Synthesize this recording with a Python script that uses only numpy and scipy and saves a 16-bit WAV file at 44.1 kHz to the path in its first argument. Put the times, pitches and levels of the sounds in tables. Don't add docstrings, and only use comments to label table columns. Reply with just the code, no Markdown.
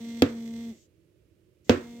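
import sys
import numpy as np
from scipy import signal
from scipy.fft import rfft, irfft
from scipy.io import wavfile

SR = 44100
rng = np.random.default_rng(int(sys.argv[2]) if len(sys.argv) > 2 else 0)


def materialize(psi):
    bounded = np.clip(np.atleast_2d(psi).T, -1, 1)
    quanta = np.round(bounded * 32767).astype(np.int16)
    wavfile.write(sys.argv[1], SR, quanta)


N = 88200
TIME = np.arange(N) / SR

# (on [s], off [s], hum drive [dB], overtones [dB], chatter [dB])
MOTOR_RUNS = [(-.5, .7, -36, -54.5, -57.5), (1.642, 2.3, -42.5, -56, -58.5)]
# (time [s], speed [turns/s])
FULL_SPEED = [(0, 230), (.045, 231.8), (.19, 231.7), (.36, 230.4), (.44, 229.2), (.53, 229.6), (.63, 232.2),
              (.69, 229.5), (1.7, 237), (1.84, 236.4), (2, 235.5)]
# (multiple of the speed [1], level [dB])
HARMONICS = [(2, 0), (3, -9.5), (4, -17.5), (5, -37.5)]
# (frequency [Hz], level [dB])
RUMBLE_SPECTRUM = [(35, -28), (60, -7.5), (115, -1), (170, -1), (330, -4.5), (480, -7.5), (800, -20),
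                   (1500, -35)]
# (frequency [Hz], level [dB])
CASE_SPECTRUM = [(600, -25.5), (1100, -12), (1400, -13), (1700, -5.5), (2090, 7.5), (2500, -4.5),
                 (3300, -1.5), (5000, -9.5), (7800, -7), (9200, -21.5), (10500, -28.5), (12500, -15),
                 (16000, -16.5)]
# (frequency [Hz], bandwidth [Hz], level [dB])
CASE_RESONANCES = [(1890, 90, -13.5), (2113, 150, -11), (2600, 120, -13), (3237, 75, -14),
                   (3430, 110, -13.5), (3810, 110, -18), (4370, 290, -19.5), (4880, 480, -17.5),
                   (6540, 200, -19), (8430, 170, -22)]
# (frequency [Hz], left over right [dB])
CASE_BALANCE = [(700, -3), (1300, -9), (2300, -1), (4400, -10), (8000, -8), (13000, 2.5)]
# (time [s], level [dB])
CHATTER_SWELL = [(0, 3), (.16, 4.5), (.36, 1), (.5, 0), (.6, 2.5), (.7, 0.5), (1.84, 0.5), (2, -3)]
# (frequency [Hz], level [dB])
BRUSH_SPECTRUM = [(600, -20.5), (2000, -15), (3000, -1.5), (4500, -3), (7000, 6), (8200, -1), (9800, -25),
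                  (13000, -6), (16000, -24)]
# (frequency [Hz], level [dB])
ROOM_TONE_SPECTRUM = [(18, -48.5), (30, -23.5), (41, -13), (75, -2), (199, -14), (245, -21), (336, -4),
                      (415, -14.5), (616, -20.5), (721, -38), (2610, -33.5), (3870, -39), (16000, -45.5)]
# (frequency [Hz], coherence [0-1])
COHERENCE = [(100, 0.8), (350, .85), (700, 0), (1500, 0.1), (3000, 0.09)]
# (time [s], thud and modes [dB], thud frequency [Hz], crack [dB], room [dB])
IMPACTS = [(0.2212, -2.5, 266.8, -14.5, -21), (1.6947, -1.5, 241.3, -15.5, -15)]
# (frequency [Hz], level [dB], T60 [s])
TABLE_MODES = [(95.33, -21, 0.15), (139.7, -27.5, .2), (287.6, -26, .11), (368.4, -21.5, 0.21),
               (466.5, -2, 0.027), (491, -24.5, .27), (586.5, -20, 0.082), (696, -22, 0.072),
               (1176, -34, 0.16), (1506, -23.5, 0.037), (1790, -28.5, 0.1), (2637, -19.5, 0.044),
               (3736, -34.5, 0.1)]
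# (frequency [Hz], level [dB], T60 [s])
CRACK_DECAY = [(60, -30, .04), (300, -10, 0.068), (700, 2, .04), (1500, 7, 0.032), (2310, -2.5, 0.027),
               (2800, 8.5, 0.023), (4540, 0, 0.018), (7330, -4, 0.019), (9600, -34.5, 0.037),
               (14000, -14.5, 0.02), (16000, -22, .012)]
# (frequency [Hz], left over right [dB])
CRACK_BALANCE = [(1200, -1), (2800, -4.5), (7000, -4.5), (11000, 6.5)]
# (frequency [Hz], level [dB], T60 [s])
ROOM_DECAY = [(40.3, -16, 0.13), (80, 4.5, .3), (180, 2.5, 0.084), (295, 14, 0.24), (497, 4.5, .25),
              (790, -12, 0.34), (1500, -6.5, 0.29), (2830, -12.5, .23), (4430, -19.5, 0.23),
              (7526, -25, .2), (9300, -47, 0.32), (15000, -36, .16)]

SPIN_UP_S, COAST_S = 0.029, 0.18
HUM_POWER, OVERTONE_POWER, CHATTER_POWER, BRUSH_POWER = 7.6, 2.44, 2.54, 0.21
TABLETOP_HZ, TABLETOP_WIDTH_HZ = 225.9, 22
WHINE_MULTIPLE, WHINE_HZ, WHINE_WIDTH_HZ, WHINE_DB = 9, 2141, 110, -10.5
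TAP_SPREAD_DB, TAP_JITTER_S, CASE_T60_S, SCRAPE_DB = 2.8, .000011, .028, -3
RUMBLE_DB, BRUSH_DB = -53.5, -61.5
ROOM_TONE_DB, ROOM_TONE_PAN_DB = -64, -7.5
THUD_LAG_S, THUD_SWELL_S, THUD_T60_S = .0013, .003, 0.069
CONTACT_S, ROOM_BUILD_S = 0.00082, 0.0034
KNOCK_PAN_DB, RIGHT_LAG_S = -2.5, 0.00022
LOW_CUT_HZ, HIGH_CUT_HZ = 55, 16000


def from_db(db):
    return 10 ** (np.asarray(db) / 20)


def unit_rms(x):
    return x / np.sqrt(np.mean(x ** 2) + 1e-20)


def at_hz(points, hz, column=1):
    table = np.array(points, float)
    return np.interp(np.log(np.maximum(hz, 1)), np.log(table[:, 0]), table[:, column])


def pan(db):
    return from_db(np.array([[.5], [-.5]]) * db)


def fade(age, t60):
    return np.exp(-np.log(1000) * age / t60)


def colour(x, spectrum):
    hz = np.arange(N + 1) * SR / (2 * N)
    return irfft(rfft(x, 2 * N) * from_db(at_hz(spectrum, hz)))[..., :N]


def place(x, balance):
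    return np.array([colour(side, [(hz, share * db) for hz, db in balance])
                     for side, share in zip(x, (.5, -.5))])


def diffuse_noise(spectrum):
    coherence = np.clip(at_hz(COHERENCE, np.arange(N // 2 + 1) * SR / N), 0, 1)
    mid, side = rfft(rng.standard_normal((2, N)))
    ears = irfft(np.sqrt(1 + coherence) * mid + np.sqrt(1 - coherence) * side * [[1], [-1]])
    return unit_rms(colour(ears, spectrum))


def decaying_noise(table, age):
    spectrum = rfft(diffuse_noise(table))
    hz = np.arange(N // 2 + 1) * SR / N
    edges = 30 * 2 ** np.arange(0, 10, .5)
    sound = 0
    for low, high in zip(edges, edges[1:]):
        band = irfft(spectrum * ((hz >= low) & (hz < high)))
        sound += band * fade(age, at_hz(table, np.sqrt(low * high), column=2))
    return sound * (age > 0)


def resonate(x, hz, width_hz):
    radius = np.exp(-np.pi * width_hz / SR)
    feedback = [1, -2 * radius * np.cos(2 * np.pi * hz / SR), radius ** 2]
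    return signal.lfilter(np.array([1, 0, -1]) * (1 - radius ** 2) / 2, feedback, x + 1e-18)


def tabletop_hum(turns, spin):
    force = np.sqrt(2) * np.sin(2 * np.pi * turns) * spin ** HUM_POWER
    return resonate(force, TABLETOP_HZ, TABLETOP_WIDTH_HZ)


def shaking_overtones(turns):
    phase = 2 * np.pi * turns
    harmonics = np.sqrt(2) * sum(from_db(db) * np.sin(k * phase) for k, db in HARMONICS)
    whine = resonate(np.sin(WHINE_MULTIPLE * phase), WHINE_HZ, WHINE_WIDTH_HZ)
    return harmonics + from_db(WHINE_DB) * whine


def case_chatter(turns):
    taps = np.interp(np.arange(1, int(turns[-1])), turns, np.arange(N))
    jitter, strength = rng.standard_normal((len(taps), 2)).T
    near = taps.astype(int)[:, None] + np.arange(-8, 9)
    offset = near - (taps + TAP_JITTER_S * SR * jitter)[:, None]
    pulses = np.sinc(offset) * from_db(TAP_SPREAD_DB * strength[:, None])
    clicks = np.zeros(N)
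    np.add.at(clicks, np.clip(near, 0, N - 1), pulses)
    response = rng.standard_normal((2, SR // 10)) * fade(TIME[:SR // 10], CASE_T60_S)
    ringing = unit_rms(colour(signal.fftconvolve(clicks[None], response)[:, :N], CASE_SPECTRUM))
    scrape = unit_rms(diffuse_noise(CASE_SPECTRUM) * (1 + .25 * np.cos(2 * np.pi * turns)))
    modes = sum(from_db(db) * unit_rms(resonate(resonate(clicks, hz, width), hz, 2 * width))
                for hz, width, db in CASE_RESONANCES)
    return unit_rms(place(ringing + from_db(SCRAPE_DB) * scrape + modes, CASE_BALANCE))


def brush_hiss(spins):
    envelope = sum(np.tanh(spin / .2) * spin ** BRUSH_POWER * np.sqrt(np.maximum(1 - spin, 0))
                   for spin in spins)
    return from_db(BRUSH_DB) * diffuse_noise(BRUSH_SPECTRUM) * envelope


def phone():
    spins = [(1 - np.exp(-np.maximum(TIME - on, 0) / SPIN_UP_S))
             * np.clip(1 - (TIME - off) / COAST_S, 0, 1) for on, off, *_ in MOTOR_RUNS]
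    pitch_share = np.maximum(sum(spins), .5)
    turns = np.cumsum(np.interp(TIME, *np.transpose(FULL_SPEED)) * pitch_share) / SR
    overtones = shaking_overtones(turns)
    chatter = case_chatter(turns) * from_db(np.interp(TIME, *np.transpose(CHATTER_SWELL)))
    sound = brush_hiss(spins)
    rumble = from_db(RUMBLE_DB) * diffuse_noise(RUMBLE_SPECTRUM)
    for spin, (_, _, hum_db, overtone_db, chatter_db) in zip(spins, MOTOR_RUNS):
        sound += from_db(hum_db) * tabletop_hum(turns, spin)
        sound += (from_db(overtone_db) * overtones + rumble) * spin ** OVERTONE_POWER
        sound += from_db(chatter_db) * chatter * spin ** CHATTER_POWER
    return sound


def room_tone():
    return from_db(ROOM_TONE_DB) * pan(ROOM_TONE_PAN_DB) * diffuse_noise(ROOM_TONE_SPECTRUM)


def table_ring(age):
    modes = sum(from_db(db) * np.sin(2 * np.pi * hz * age) * fade(age, t60)
                for hz, db, t60 in TABLE_MODES)
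    return modes * (1 - np.exp(-age / CONTACT_S))


def table_thud(age, hz):
    since_arrival = np.maximum(age - THUD_LAG_S, 0)
    swell = 1 - np.exp(-since_arrival / THUD_SWELL_S)
    return np.sin(2 * np.pi * hz * since_arrival) * fade(since_arrival, THUD_T60_S) * swell


def knock(start, wood_db, thud_hz, crack_db, room_db):
    age = np.maximum(TIME - start - np.array([[0], [RIGHT_LAG_S]]), 0)
    wood = from_db(wood_db) * (table_ring(age) + table_thud(age, thud_hz))
    crack = from_db(crack_db) * place(decaying_noise(CRACK_DECAY, age), CRACK_BALANCE)
    room = from_db(room_db) * decaying_noise(ROOM_DECAY, age) * (1 - np.exp(-age / ROOM_BUILD_S))
    return pan(KNOCK_PAN_DB) * (room - wood) + crack


def scene():
    return phone() + sum(knock(*impact) for impact in IMPACTS) + room_tone()


def record(dry):
    high_pass = signal.butter(4, LOW_CUT_HZ, "high", fs=SR, output="sos")
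    low_pass = signal.ellip(10, .1, 80, HIGH_CUT_HZ, fs=SR, output="sos")
    clipped = np.clip(signal.sosfilt(high_pass, dry), -1, 1)
    return signal.sosfilt(low_pass, clipped)


dry = scene()
out = record(dry)
materialize(out)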